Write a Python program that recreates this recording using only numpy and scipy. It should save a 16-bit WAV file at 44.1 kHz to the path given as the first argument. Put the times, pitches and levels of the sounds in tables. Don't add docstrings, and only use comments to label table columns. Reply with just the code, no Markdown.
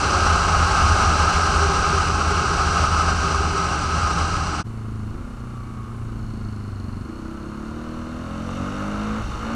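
import sys
import numpy as np
from scipy import signal
from scipy.fft import rfft, irfft
from scipy.io import wavfile
from scipy.ndimage import uniform_filter1d, map_coordinates

SR = 44100
rng = np.random.default_rng(int(sys.argv[2]) if len(sys.argv) > 2 else 0)


def to_wav(s):
    ch = np.atleast_2d(s).T
    pcm = np.round(np.clip(ch, -1, 1) * 32767)
    wavfile.write(sys.argv[1], SR, pcm.astype(np.int16))


N = 421155
TIME_S = np.arange(N) / SR


# time_s, level_db
AIRSTREAM_LEVEL = [(0, -19.5), (0.3, -18.5), (1.15, -18), (2.15, -22), (2.8, -20.5), (3.35, -23),
                   (3.88, -24.5), (4.08, -22.5), (4.6, -26.5)]
# centre_hz, width_hz, gain_db
HOUSING_MODES = [(802.3, 47, -0.5), (836, 15, -2.5), (1112, 56, 2), (1248.6, 61, 5), (1291, 67, 3),
                 (1393, 63, -5), (1463, 50, -18)]
GAP_MODES = [(2290, 280, -2.5), (2715, 427, 4.5), (4330, 810, 2), (4893, 240, -2.5), (5590, 303, 3),
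             (6240, 300, -27), (7330, 520, -6), (7710, 270, -27.5), (8420, 133, -9)]
MOUNT_MODES = [(78, 12.6, 6.5), (70, 14, 2.5)]
WALL_MODES = [(398, 20.5, 0)]
PANEL_MODES = [(168.2, 14, -1), (205.7, 28.5, -11.5), (305.3, 23, -10.5)]
# frequency_hz, density_db
RUSH_SPECTRUM = [(12, -23), (30, 12), (55, 12.5), (110, -2.5), (250, -4.5), (500, -3), (700, 0), (950, -3),
                 (1600, 4), (1850, -24.5), (6000, -16), (9300, -28), (11000, -42.5), (15000, -51.5)]
# centre_s, half_length_s, level_db
WALL_SWELLS = [(1.64, 0.13, -32.5), (1.94, 0.05, -31.5), (2.36, 0.25, -37), (3.48, 0.27, -36.5)]

def airstream():
    wind_db = curves(AIRSTREAM_LEVEL)[0]
    eddies_db = 0.53 * wobble(23.87) + 0.5 * wobble(75)
    roar = amp(wind_db - 2.14 + eddies_db + 0.37 * wobble(26)) * resonate(noise(), HOUSING_MODES)
    hiss = amp(0.84 * wind_db - 13.5 + eddies_db) * resonate(noise(), GAP_MODES)
    hiss = filtered(hiss, lambda hz: 1 / np.sqrt(1 + (hz / 9700) ** 24))
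    rush = amp(wind_db - 5 + eddies_db) * coloured(noise(), RUSH_SPECTRUM)
    drone = np.sin(2 * np.pi * np.cumsum(80.5 + 3 * wobble(14)) / SR)
    gust = swell(centre_s=0.92, half_length_s=0.26, level_db=-24)
    push = (amp(0.59 * wind_db - 12.5) + gust) * amp(1.26 * wobble(16))
    buffet = push * unit(drone + 0.66 * steady(resonate(noise(), MOUNT_MODES)))
    drumming = amp(wind_db - 20) + sum(swell(*row) for row in WALL_SWELLS)
    wall = drumming * steady(resonate(noise(), WALL_MODES))
    panels = amp(-32.5) * steady(resonate(noise(), PANEL_MODES))
    return roar + hiss + rush + buffet + wall + panels


# time_s, firing_hz
JUNCTION_FIRING = [(4.66, 28.3), (5.08, 26.5), (5.24, 31.6), (5.4, 30.45), (6.3, 27.45), (6.6, 25.9),
                   (6.9, 23.45), (7.02, 24.0), (7.15, 31.4), (7.6, 36.1), (7.8, 38.9), (8.1, 40.2),
                   (8.35, 43.3), (8.8, 50.4), (9.18, 54.65), (9.25, 50.5), (9.43, 54.8), (9.55, 58.3)]

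def engine():
    cycle = cycles(JUNCTION_FIRING)
    return exhaust(cycle) + piston(cycle) + crankcase(cycle) + valves(cycle) + intake(cycle)


def rev_gain(top_db, full_hz, db_per_hz):
    return amp(top_db - db_per_hz * np.maximum(full_hz - curves(JUNCTION_FIRING)[0], 0))


# time_s, open_fraction
THROTTLE_TRAVEL = [(5.08, 0), (5.16, .5), (5.3, .05), (7.02, 0), (7.1, 1), (9.18, 1), (9.26, .2),
                   (9.36, .35), (9.48, 1)]

def throttle():
    return np.clip(curves(THROTTLE_TRAVEL)[0], 0, 1)


# centre_hz, width_hz, gain_db
TAILPIPE_MODES = [(499, 35, 3.5), (556, 24, 5.5), (609, 16, 0), (707, 21, -0.5), (840, 40, -18)]

def exhaust(cycle):
    opening, firing_hz = throttle(), curves(JUNCTION_FIRING)[0]
    idle = amp(-34.5) * (30 / firing_hz) ** 2
    load = opening * rev_gain(top_db=-32, full_hz=45.7, db_per_hz=1.4)
    chug = (idle + load) * silencer(cycle, opening)
    lugging = opening / (1 + np.exp(firing_hz - 40.4))
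    pipe_ring = resonate(impulses(cycle, 0, scatter_db=2.8), [(326.6, 22, 0)])
    boom = amp(-40.5) * lugging * steady(pipe_ring)
    blowdown = steady(impulses(cycle, 0, scatter_db=1))
    blowdown += 0.15 * unit(bursts(cycle, 0, decay=0.3) * noise())
    bark_band = signal.butter(3, [460, 700], "bandpass", fs=SR, output="sos")
    tailpipe_ring = steady(resonate(signal.sosfilt(bark_band, blowdown), TAILPIPE_MODES))
    bark = opening * rev_gain(top_db=-40.5, full_hz=45.6, db_per_hz=1) * tailpipe_ring
    return chug + boom + bark


# frequency_hz, shut_throttle_db, open_throttle_db
SILENCER_RESPONSE = [(15, -35, -28), (28, -1, -37), (52, -13.5, -1), (82, 3, 2.5), (116, -1, -5),
                     (136, -1.5, -0.5), (163, -18.5, -4.5), (184.5, -12, -2.5), (215, 1.5, 6.5),
                     (248.3, -5, 4.5), (265, -9.5, -4), (298, -12.5, -2), (328, -13.5, -8),
                     (382, -11.5, -15), (700, -32, -25.5)]

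def silencer(cycle, opening):
    cutoff_hz, delay_s = 355, 0.01103
    puffs = impulses(cycle, 0, scatter_db=0.9)
    gulps = 0.2 * impulses(cycle, 0.5, scatter_db=2)
    muffled = signal.sosfilt(signal.butter(8, cutoff_hz, fs=SR, output="sos"), puffs + gulps)
    dispersed = filtered(
        muffled, lambda hz: np.exp(-1j * np.pi * delay_s * np.minimum(hz, 500) ** 2 / cutoff_hz))
    shut = coloured(muffled, [(hz, db) for hz, db, _ in SILENCER_RESPONSE])
    wide = coloured(dispersed, [(hz, db) for hz, _, db in SILENCER_RESPONSE])
    return (1 - opening) * shut + opening * wide


def piston(cycle):
    peak_firing_hz, half_width_hz = 27.1, 3
    resonance = 1 / np.hypot(1, (curves(JUNCTION_FIRING)[0] - peak_firing_hz) / half_width_hz)
    shake = np.sqrt(2) * np.cos(2 * np.pi * 4 * cycle)
    return amp(-30.5 + 1.2 * wobble(25)) * resonance * (1 - throttle()) ** 2 * shake


# frequency_hz, density_db
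CRANKCASE_SPECTRUM = [(100, -15), (400, -3), (520, -6), (900, -7), (1070, -1), (1400, -0.5), (1650, -10.5),
                      (1930, -16.5), (2150, -15), (2550, -19.5), (2850, -17), (3300, -27), (5000, -33),
                      (9000, -65)]

def crankcase(cycle):
    pulsing = 1 + 0.2 * bursts(cycle, 0, decay=0.49) + 0.7 * bursts(cycle, 0.17, decay=0.35)
    slack = 0.003 * wobble(45)
    rattle = pulsing * (noise() + 0.5 * periodic_noise(cycle + slack))
    level = amp(-45.5) + np.sqrt(throttle()) * rev_gain(top_db=-33.5, full_hz=53.9, db_per_hz=0.97)
    return level * coloured(rattle, CRANKCASE_SPECTRUM)


# time_s, level_db
VALVE_LEVEL = [(4.66, -63.5), (6, -68), (6.25, -58.5), (8, -60), (8.5, -64), (9.55, -55)]
# centre_hz, width_hz, gain_db
COVER_MODES = [(2920, 51, -2.5), (4305, 170, 3.5), (5540, 370, -9), (6570, 400, -5.5), (8750, 2200, -23)]

def valves(cycle):
    taps = bursts(cycle, 0.05, decay=0.16) + 0.45 * bursts(cycle, 0.55, decay=0.16) + 0.15
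    impacts = taps * (noise() + periodic_noise(cycle))
    return amp(curves(VALVE_LEVEL)[0]) * resonate(impacts, COVER_MODES)


# centre_hz, width_hz, gain_db
AIRBOX_MODES = [(2150, 98, 2.5), (2810, 290, 4.5), (3600, 250, 1), (4340, 150, -1), (5480, 490, -19),
                (5930, 580, -2.5), (6580, 300, -10), (7460, 340, -8), (8700, 330, -15), (9000, 410, -15.5)]

def intake(cycle):
    gasps = 1 + 0.4 * bursts(cycle, 0.055, decay=0.2) + 0.51 * bursts(cycle, 0.79, decay=0.2)
    draw = amp(-63.5) + rev_gain(top_db=-47, full_hz=46.8, db_per_hz=1.7)
    return draw * resonate(gasps * noise(), AIRBOX_MODES)


# time_s, firing_hz
COASTING_FIRING = [(0, 37), (2, 33.7), (4.6, 31.4)]

def coasting_engine():
    cycle = cycles(COASTING_FIRING)
    shake = np.sin(2 * np.pi * 4 * cycle)
    return amp(-42.5) * silencer(cycle, opening=0) + amp(-37) * shake


def hum():
    fundamental_hz = 184
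    phase = 2 * np.pi * fundamental_hz * TIME_S
    partials = np.sin(2 * phase) + np.sin(3 * phase)
    return swell(centre_s=0.18, half_length_s=0.097, level_db=-32.5) * partials


def gears():
    centre_s, fall_hz_per_s, sideband_ratio = 5.72, 180, 1.107
    pitch_hz = 1127 - fall_hz_per_s * (TIME_S - centre_s)
    phase = 2 * np.pi * np.cumsum(pitch_hz * (1 + 0.004 * wobble(40))) / SR
    lower = amp(2.5 * wobble(25)) * np.sin(phase) + amp(-15) * np.sin(2 * phase)
    upper = amp(-4 + 2.5 * wobble(25)) * np.sin(sideband_ratio * phase)
    return swell(centre_s, half_length_s=0.27, level_db=-46.5) * (lower + upper)


# centre_s, half_length_s, level_db
ROUGH_PATCHES = [(5.16, 0.12, -37), (6.25, 0.18, -37), (6.92, 0.12, -45), (9.3, 0.14, -32)]
# frequency_hz, density_db
CHASSIS_SPECTRUM = [(10, -14), (20, -2), (45, 0), (75, -1), (130, -10), (230, -12), (330, -16), (450, -27),
                    (800, -38), (2000, -70)]
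HISS_SPECTRUM = [(1500, 5.5), (3000, -5), (5000, -0.5), (7000, -0.5), (9400, -0.5), (11000, -8),
                 (13000, -11), (15000, -28)]

def rolling():
    roughness = amp(-37) + sum(swell(*row) for row in ROUGH_PATCHES)
    rumble = roughness * steady(coloured(noise(), CHASSIS_SPECTRUM))
    breeze = rev_gain(top_db=-40, full_hz=49.5, db_per_hz=1) * resonate(noise(), HOUSING_MODES)
    return rumble + breeze + amp(-58) * coloured(noise(), HISS_SPECTRUM)


def cycles(firing_table):
    return np.cumsum(curves(firing_table)[0]) / SR


def impulses(cycle, offset, scatter_db):
    onsets = np.flatnonzero(np.diff(np.floor(cycle - offset)) > 0)
    sizes = amp(scatter_db * rng.standard_normal(1000)[:len(onsets)])
    return np.bincount(onsets, sizes, N)


def bursts(cycle, offset, decay):
    return np.exp(-((cycle - offset) % 1) / decay)


def periodic_noise(cycle):
    pattern = rng.standard_normal(400)
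    return unit(map_coordinates(pattern, [cycle % 1 * len(pattern)], mode="grid-wrap"))


def noise():
    return rng.standard_normal(N)


def wobble(rate_hz):
    return map_coordinates(rng.standard_normal(4000), [TIME_S * rate_hz], mode="mirror")


def swell(centre_s, half_length_s, level_db):
    return amp(level_db) * np.exp(-((TIME_S - centre_s) / half_length_s) ** 2)


def curves(rows):
    times_s, *columns = np.transpose(rows)
    return [np.interp(TIME_S, times_s, column) for column in columns]


def resonate(x, modes):
    def response(hz):
        return sum(amp(db) * (2j * hz * width / (centre ** 2 - hz ** 2 + 2j * hz * width)) ** 2
                   for centre, width, db in modes)
    return unit(filtered(x, response))


def coloured(x, spectrum):
    def response(hz):
        outline_hz, outline_db = np.transpose(spectrum)
        gain = amp(np.interp(np.log(hz + 1), np.log(outline_hz), outline_db))
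        cepstrum = irfft(np.log(gain))
        cepstrum[1:len(cepstrum) // 2] *= 2
        cepstrum[len(cepstrum) // 2 + 1:] = 0
        return np.exp(rfft(cepstrum))
    return unit(filtered(x, response))


def filtered(x, response):
    kernel = np.fft.fftshift(irfft(response(np.fft.rfftfreq(32768, 1 / SR))))
    return signal.oaconvolve(x, kernel)[len(kernel) // 2:][:N]


def amp(db):
    return 10 ** (np.asarray(db) / 20)


def unit(x):
    return x / np.sqrt(np.mean(x ** 2) + 1e-20)


def steady(x):
    power = uniform_filter1d(uniform_filter1d(x ** 2, size=8000), size=8000)
    return x / np.sqrt(np.abs(power) + 1e-6 * np.mean(x ** 2))


def scene():
    change_s = 4.636
    fast_stretch = airstream() + coasting_engine() + hum()
    junction = engine() + gears() + rolling()
    fade_out = np.clip((change_s - TIME_S) / 0.025, 0, 1) ** 2
    fade_in = np.clip((TIME_S - change_s) / 0.023, 0, 1)
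    return (fast_stretch * fade_out + junction * fade_in)[None]


def record(dry):
    return filtered(dry[0], lambda hz: hz < 15100)[None]


dry = scene()
out = record(dry)
to_wav(out)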